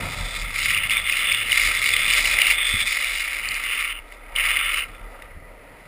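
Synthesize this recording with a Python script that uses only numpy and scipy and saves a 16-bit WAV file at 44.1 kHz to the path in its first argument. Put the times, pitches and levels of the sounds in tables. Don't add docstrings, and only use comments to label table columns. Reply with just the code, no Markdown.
import sys
import numpy as np
from scipy import signal
from scipy.fft import rfft, irfft, next_fast_len
from scipy.io import wavfile
from scipy.ndimage import uniform_filter1d

SR = 44100
rng = np.random.default_rng(int(sys.argv[2]) if len(sys.argv) > 2 else 0)


def elevation(decibels):
    levels = np.asarray(decibels, float)
    return 10 ** (levels / 20)


def bounce(signal):
    frames = np.transpose(np.atleast_2d(signal))
    limited = np.clip(frames, -1, 1)
    pcm = np.round(limited * 32767).astype(np.int16)
    wavfile.write(sys.argv[1], SR, pcm)


N = 258867

# start_s, unevenness (0-1), extra_low_ring_db
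CONTACT = [
    (0, 0, 2),
    (.5, 0.33, -2.5),
    (1.5, 0.71, -2),
    (2.4, 0.18, -2.5),
    (3.3, 0, -4),
    (4.0, .7, 0),
    (4.36, 0.34, 0.5),
    (4.85, 0.43, 1),
    (5.2, 1, 5.5),
    (5.3, 0.7, -4),
]


def unit(x):
    return x / np.sqrt(np.mean(x ** 2))


def columns(table):
    s, *values = np.transpose(table)
    return [np.interp(np.arange(N) / SR, s, v) for v in values]


def humps(table):
    t = np.arange(N) / SR
    return sum(db * np.exp(-(2 * (t - s) / length) ** 2) for s, db, length in table)


def band_pass(x, order, edges):
    return signal.sosfilt(signal.butter(order, edges, "band", fs=SR, output="sos"), x)


def ring(x, hz, width):
    return signal.lfilter(*signal.iirpeak(float(hz), hz / width, fs=SR), x)


def walk(rate):
    k = max(int(SR / rate), 1)
    held = np.repeat(rng.standard_normal(N // k + 1), k)
    return unit(uniform_filter1d(uniform_filter1d(held, k), k)[:N])


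def colour(x, gain):
    size = next_fast_len(N + 4096)
    hz = np.arange(size // 2 + 1) * SR / size
    return irfft(rfft(x, size) * gain(hz), size)[:N]


def contact():
    # start_s, pressure_db, lean_db, bite_db
    long_drag = [(0, -31.5, -3, -0.5), (.31, -33.5, -4.5, 7.5), (.52, -30.5, -1, 0.5), (.58, -24.5, -2, -2),
                 (.74, -21, 4, 2), (1.0, -23, 3, 2.5), (1.3, -22, 3.5, 7), (1.5, -16.5, 0, -4.5),
                 (1.62, -19.5, -2, -2.5), (1.85, -21, -1, -1.5), (2.15, -20.5, -2, 3),
                 (2.5, -19.5, -1.5, -3.5), (2.62, -22.5, -2, 9.5), (3.2, -26, -1, -5),
                 (3.62, -27.5, -0.5, -6.5), (3.78, -25, 4, -1), (3.9, -28.5, 5.5, 1.5),
                 (3.99, -38.5, 4.5, -6)]
    # start_s, pressure_db, lean_db, bite_db
    short_drag = [
        (4.353, -29, 4, 10),
        (4.385, -21.5, 5.5, -8),
        (4.47, -20, 5, 0),
        (4.7, -24, 5, -0.5),
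        (4.79, -24.5, 4, -6),
        (4.826, -30, 7.5, -14),
        (4.87, -46.5, -2, -9),
    ]
    # start_s, pressure_db, dullness_db
    brush = [
        (4.0, -52, -3),
        (4.2, -50.5, -6.5),
        (4.35, -43, -7),
        (4.87, -42, -8),
        (5.05, -54.5, 0),
        (5.25, -54, -7),
        (5.4, -59, -23),
        (5.87, -55.5, -1),
    ]
    # centre_s, change_db, length_s
    dips_and_swells = [(.374, 1.5, 0.097), (.499, -1.5, 0.092), (.818, -5, 0.051), (.883, -12, 0.021),
                       (.708, 5, 0.021), (1.39, -1.5, 0.035), (3.801, 2, .08), (.856, -5.5, 0.016),
                       (3.862, -0.5, .025), (1.15, 0.5, 0.099), (3.7, 1.5, .08), (.912, 4, 0.018),
                       (1.03, -7.5, 0.073), (1.197, -2.5, 0.014), (1.457, -9, 0.15), (1.791, -1.5, 0.14),
                       (1.931, -1, 0.029), (2.165, 2.5, 0.11), (2.235, -3.5, 0.033), (2.345, 1, .06),
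                       (2.514, 2, 0.033), (2.569, -5, 0.032), (2.814, 5, 0.032), (2.844, -5, 0.027),
                       (3.407, -4, 0.049), (3.612, -1, 0.033), (3.946, -8.5, 0.025), (4.131, 8, 0.032),
                       (5.213, 0, .03), (5.32, 3, 0.025)]
    let_go_s = .006

    t = np.arange(N) / SR
    second = t > brush[0][0]
    down = (t < long_drag[-1][0]) | ((t > short_drag[0][0]) & (t < short_drag[-1][0]))
    down = uniform_filter1d(1. * down, size=int(let_go_s * SR) + 1)
    pressure_db, lean_db, bite_db = down * np.where(second, columns(short_drag), columns(long_drag))
    brush_db, dull_db = (1 - down) * columns(brush)
    return pressure_db + brush_db + humps(dips_and_swells), lean_db, bite_db, dull_db, 1 - down


def grit(rate, spread_db, patchy_db):
    uneven = columns(CONTACT)[0]
    hit = rng.random(N) < rate / SR
    size_db = uneven * spread_db * np.minimum(rng.exponential(size=N), 5)
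    clicks = hit * elevation(size_db) * rng.standard_normal(N)
    clicks = clicks * elevation(uneven * patchy_db * walk(140))
    return clicks / np.sqrt(uniform_filter1d(clicks ** 2, size=SR // 12) + 1e-9)


def knocks(pressure_db, lean_db):
    # start_s, peak_db, pitch_hz
    stones = [(0.5611, -7, 2270), (0.6195, -8, 2150), (0.6978, -6, 2890), (0.7467, -3, 2800),
              (0.7756, -2.5, 2390), (0.8964, -3, 2800), (0.9068, -3, 2200), (0.9692, 0, 2280),
              (1.1238, -2, 2510), (1.2441, -9, 2140), (1.3204, -2.5, 2320), (1.5189, 1, 2930),
              (1.5274, 0.5, 2150), (1.5978, -3.5, 2300), (1.6162, -3.5, 2130), (1.8627, -1.5, 2240),
              (1.8891, -2, 2160), (1.9644, -0.5, 2130), (2.0542, -4, 2200), (2.135, 0, 2320),
              (2.2543, -3, 2250), (2.387, 3, 2150), (2.4164, 3.5, 2340), (2.4683, 0.5, 2200),
              (2.5107, 3, 2200), (2.8045, -5, 2300), (3.044, -4.5, 2340), (4.122, -22.5, 2040),
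              (4.361, -3, 2960), (5.221, -21, 1970)]
    pebbles_per_s, pebble_db, pebble_spread_db, pebble_hz = 16, 13.5, -4.5, 2200
    puff_db, puff_spread_db, puff_per_lean = -14, 3.5, -1.15

    tick = np.arange(300) / SR
    swell = np.minimum(tick / .0005, 1) * np.exp(-(tick / .003) ** 2)
    luck = rng.standard_normal((200, 303))
    times = np.cumsum(rng.exponential(size=170)) / pebbles_per_s
    pebbles = []
    for s, chance in zip(times[times < N / SR], luck[len(stones):]):
        peak_db = pressure_db[int(s * SR)] + pebble_db + pebble_spread_db * np.tanh(chance[301])
        pebbles.append((s, peak_db, pebble_hz * (1 + 0.044 * chance[302])))

    chatter, bright = np.zeros(N + 300), np.zeros(N + 300)
    for (s, db, hz), puff in zip(list(stones) + pebbles, luck):
        at = slice(int(s * SR), int(s * SR) + 300)
        chatter[at] += elevation(db - 7.0) * swell * np.sin(2 * np.pi * hz * tick + 3 * puff[0])
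        bright[at] += elevation(db + puff_db + puff_spread_db * np.tanh(puff[300])) * swell * puff[:300]
    return chatter[:N], bright[:N] * elevation(puff_per_lean * lean_db)


def shell(push, modes, edges):
    return band_pass(sum(elevation(db) * ring(push, hz, width) for hz, width, db in modes), 3, edges)


def drag():
    # centre_hz, width_hz, level_db
    low_modes = [(1200, 140, 0), (1340, 130, 5), (1575, 75, 0)]
    main_modes = [(1870, 100, -21.5), (2150, 220, 4.5), (2418, 70, -2)]
    middle_modes = [(2800, 660, 3), (2813, 173, 22)]
    edge_modes = [(3526, 610, -2.8), (3562, 130, 1)]
    upper_modes = [(3850, 405, 9), (4250, 570, -23), (4760, 330, 4.5), (5230, 180, -1)]
    # from_hz, to_hz
    passes = [(1080, 1630), (1650, 2940), (2400, 3156), (3150, 3560), (3700, 10700)]
    wander_db = 2.5

    main_db, lean_db, bite_db, dull_db, away = contact()
    middle_db = -8 + lean_db + 0.51 * dull_db + wander_db * walk(12)
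    edge_db = -10.5 + bite_db + dull_db + wander_db * walk(10)
    upper_db = -12.5 - 1.13 * lean_db + 0.84 * dull_db + 4 * away + 1.15 * wander_db * walk(14)
    low_db = -14 - 0.39 * (main_db + 19) + columns(CONTACT)[1] - 2 * away

    shared = grit(rate=1800, spread_db=2.8, patchy_db=3.6)
    out, bright = knocks(main_db, lean_db)
    lifted = 1 / (1 + 11.0 * uniform_filter1d(np.abs(out), size=200))
    # modes, level dB, share of own grain, puff level dB
    groups = ((low_modes, low_db, .8, -15),
              (main_modes, -1.5, .3, -15),
              (middle_modes, middle_db + 0.21, .6, -8),
              (edge_modes, edge_db + 0.84, .9, 2.5),
              (upper_modes, upper_db + 0.38, .7, -3))
    for (modes, db, own, puff_db), edges in zip(groups, passes):
        push = shared + own * grit(rate=1500, spread_db=-1.0, patchy_db=4.0)
        scale = np.sqrt(np.mean(shell(push, modes, edges) ** 2))
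        force = push * lifted * elevation(main_db + db) / scale
        out = out + shell(force + bright * elevation(puff_db), modes, edges)
    return out


def wind():
    # start_s, level_db
    head_wind = [(0, -33), (.22, -36.5), (.35, -43.5), (.9, -42.5), (1.2, -49.5), (2.0, -47.5),
                 (2.6, -56.5), (2.9, -54), (3.2, -66), (3.52, -51), (4.0, -67), (4.5, -59), (4.75, -62),
                 (4.9, -50.5), (5.15, -56.5), (5.4, -49), (5.6, -54), (5.87, -49.5)]
    # centre_s, over_calm_db, length_s
    gusts = [(0, 13, 0.15), (.23, 15, 0.1), (.42, 12, 0.19), (.66, 8.5, 0.13), (1.0, 5, 0.08),
             (1.67, 11, 0.11), (2.3, 10.5, 0.19), (2.52, 5.5, 0.11), (2.73, 8.5, 0.1), (3.06, 3.5, 0.38),
             (3.18, 5, .07), (3.51, 5, .12), (4.0, 3, 0.12), (4.4, 5.5, 0.29), (5.05, 9, 0.14),
             (5.2, 4, 0.074), (5.37, 3, .1), (5.75, -4.5, .4), (4.7, 5, 0.45), (2.1, 6, 0.23)]
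    calm_db, calm_fall_db_per_s = -44, .5

    gust_db = humps(gusts)
    buffet_db = calm_db - calm_fall_db_per_s * np.arange(N) / SR + gust_db
    flutter_db = columns(head_wind)[0] + 0.2 * gust_db + 1.7 * walk(10)

    buffet = unit(ring(ring(ring(rng.standard_normal(N), 36.3, 10.3), 33.2, 19.4), 31.3, 27.0))
    buffet = unit(buffet / np.sqrt(0.59 + uniform_filter1d(buffet ** 2, size=2500)))

    flutter = ring(rng.standard_normal(N), 89, 20) + .25 * ring(rng.standard_normal(N), 160, 90)
    flutter = band_pass(unit(flutter), 2, [60, 260])
    return buffet * elevation(buffet_db) + flutter * elevation(flutter_db - 2 + 1.1 * walk(23))


def wheels():
    # start_s, roar_db, deck_db
    load = [(0, -40.5, 4.5), (.3, -43.5, 0), (.7, -47, -1.5), (1.3, -44, -0.5), (2.2, -39.5, -2),
            (2.7, -44.5, 0), (3.1, -47, -0.5), (4.1, -47.5, 2), (4.9, -45, -1.5), (5.2, -43, -1.5),
            (5.35, -45.5, -7), (5.87, -43.5, -4.5)]
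    # frequency_hz, density_db (dB per Hz)
    spectrum = [(76, -39), (130, -10), (283, -1), (348, -4.5), (471, 2.5), (579, 3.5), (712, -2),
                (904, -16), (1410, -7.5), (1650, -14), (1880, -1), (2310, -10), (5800, -58), (7540, -78),
                (12800, -120)]
    # centre_hz, width_hz, level_db
    deck = [(301, 65, -7), (746, 20, -2), (927, 56, 21), (1240, 33, 17.5), (1970, 77, 6)]

    load_db, deck_db = columns(load)
    roar_db = load_db + 0.76 * walk(11)
    hz, db = np.transpose(spectrum)
    rough = rng.standard_normal(N) * elevation(0.21 * walk(25.12))
    roar = colour(rough, lambda f: elevation(np.interp(np.log(f + 1), np.log(hz), db)))
    roar = roar + sum(elevation(g + deck_db + 2.5 * walk(5.5)) * ring(roar, f, w) for f, w, g in deck)
    return unit(roar) * elevation(roar_db - 1.0)


def ticks():
    # start_s, peak_db
    thrown = [
        (0.561, -29),
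        (1.1193, -23),
        (1.3253, -23),
        (1.5178, -24),
        (2.1264, -21),
        (2.5116, -26),
        (3.487, -20),
        (3.5428, -24),
    ]
    out = np.zeros(N + 100)
    sparks = rng.standard_normal((len(thrown), 100)) * np.hanning(100)
    for (s, db), spark in zip(thrown, sparks):
        out[int(s * SR):int(s * SR) + 100] += elevation(db + 8.5) * unit(spark)
    return band_pass(out[:N], 2, [4100, 5600])


def bumps():
    # start_s, peak_db, pitch_hz
    blows = [
        (2.7392, -21, 86),
        (2.768, -33, 61.9),
        (2.819, -34.5, 89),
        (4.888, -42, 90),
        (5.365, -31.5, 68.8),
    ]
    out, tick = np.zeros(N + 3000), np.arange(3000) / SR
    for s, db, hz in blows:
        cycle = np.sin(2 * np.pi * hz * tick) + 0.33 * np.sin(2 * np.pi * 2.44 * hz * tick)
        out[int(s * SR):int(s * SR) + 3000] -= elevation(db) * cycle * np.exp(-tick / 0.013)
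    return out[:N]


def scene():
    # centre_hz, width_hz
    gaps = [(1480, 104), (1650, 60), (3230, 175), (3760, 110)]
    air_hz = [1080, 2580]

    hiss = elevation(-59.5) * rng.standard_normal(N)
    out = drag() + wind() + wheels() + ticks() + bumps() + hiss
    for hz, width in gaps:
        out = out - .68 * ring(out, hz, width)
    air = unit(band_pass(rng.standard_normal(N), 2, air_hz))
    return (out + air * elevation(-58 + 2.0 * walk(9.3)))[None]


def coarse_bands(x):
    # from_hz, to_hz, frame_level_db, scatter_db, sign (1 = when louder, -1 = when softer)
    drops = [(11400, 12300, -27.5, 2, 1), (12300, 12900, -23, 4, 1), (15300, 22000, -19.5, 2, -1)]

    loudness = np.sqrt(uniform_filter1d(x ** 2, size=1024) + 1e-12)
    for edges, db in (([10300, 11300], -25), ([5500, 6500], -40), ([12300, 13000], -40)):
        x = x + elevation(db) * loudness * band_pass(rng.standard_normal(N), 4, edges)

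    frame_db = 20 * np.log10(loudness[512::1024])
    chance = 1.9 * uniform_filter1d(rng.standard_normal((len(drops), len(frame_db))), size=2)
    for (low, high, above_db, scatter_db, sign), luck in zip(drops, chance):
        dropped = sign * (frame_db + scatter_db * luck - above_db) > 0
        gate = np.resize(np.repeat(1. * dropped, 1024), N)
        gate = uniform_filter1d(uniform_filter1d(gate, size=256), size=256)
        x = x - gate * colour(x, lambda f: (f > low) & (f < high))
    return x


def roll_off(x):
    return signal.sosfilt(signal.butter(12, 16400, fs=SR, output="sos"), x)


def record(dry):
    sample_hz, top_hz = 12000, 15300
    low = signal.sosfilt(signal.butter(8, 5450, fs=SR, output="sos"), dry[0]) + elevation(-36.5) * dry[0]
    low = colour(np.tanh(0.72 * low) / 0.68, lambda f: f < sample_hz / 2)
    mirrored = low * (1 + 2 * np.cos(2 * np.pi * sample_hz * np.arange(N) / SR))
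    held = colour(mirrored, lambda f: np.sinc(f / sample_hz) / np.sqrt(1 + (f / 17000) ** 4))
    held = colour(held, lambda f: np.where(f < top_hz, 1, elevation(-20 - .03 * (f - top_hz))))
    return roll_off(coarse_bands(held)[None])


dry = scene()
out = record(dry)
bounce(out)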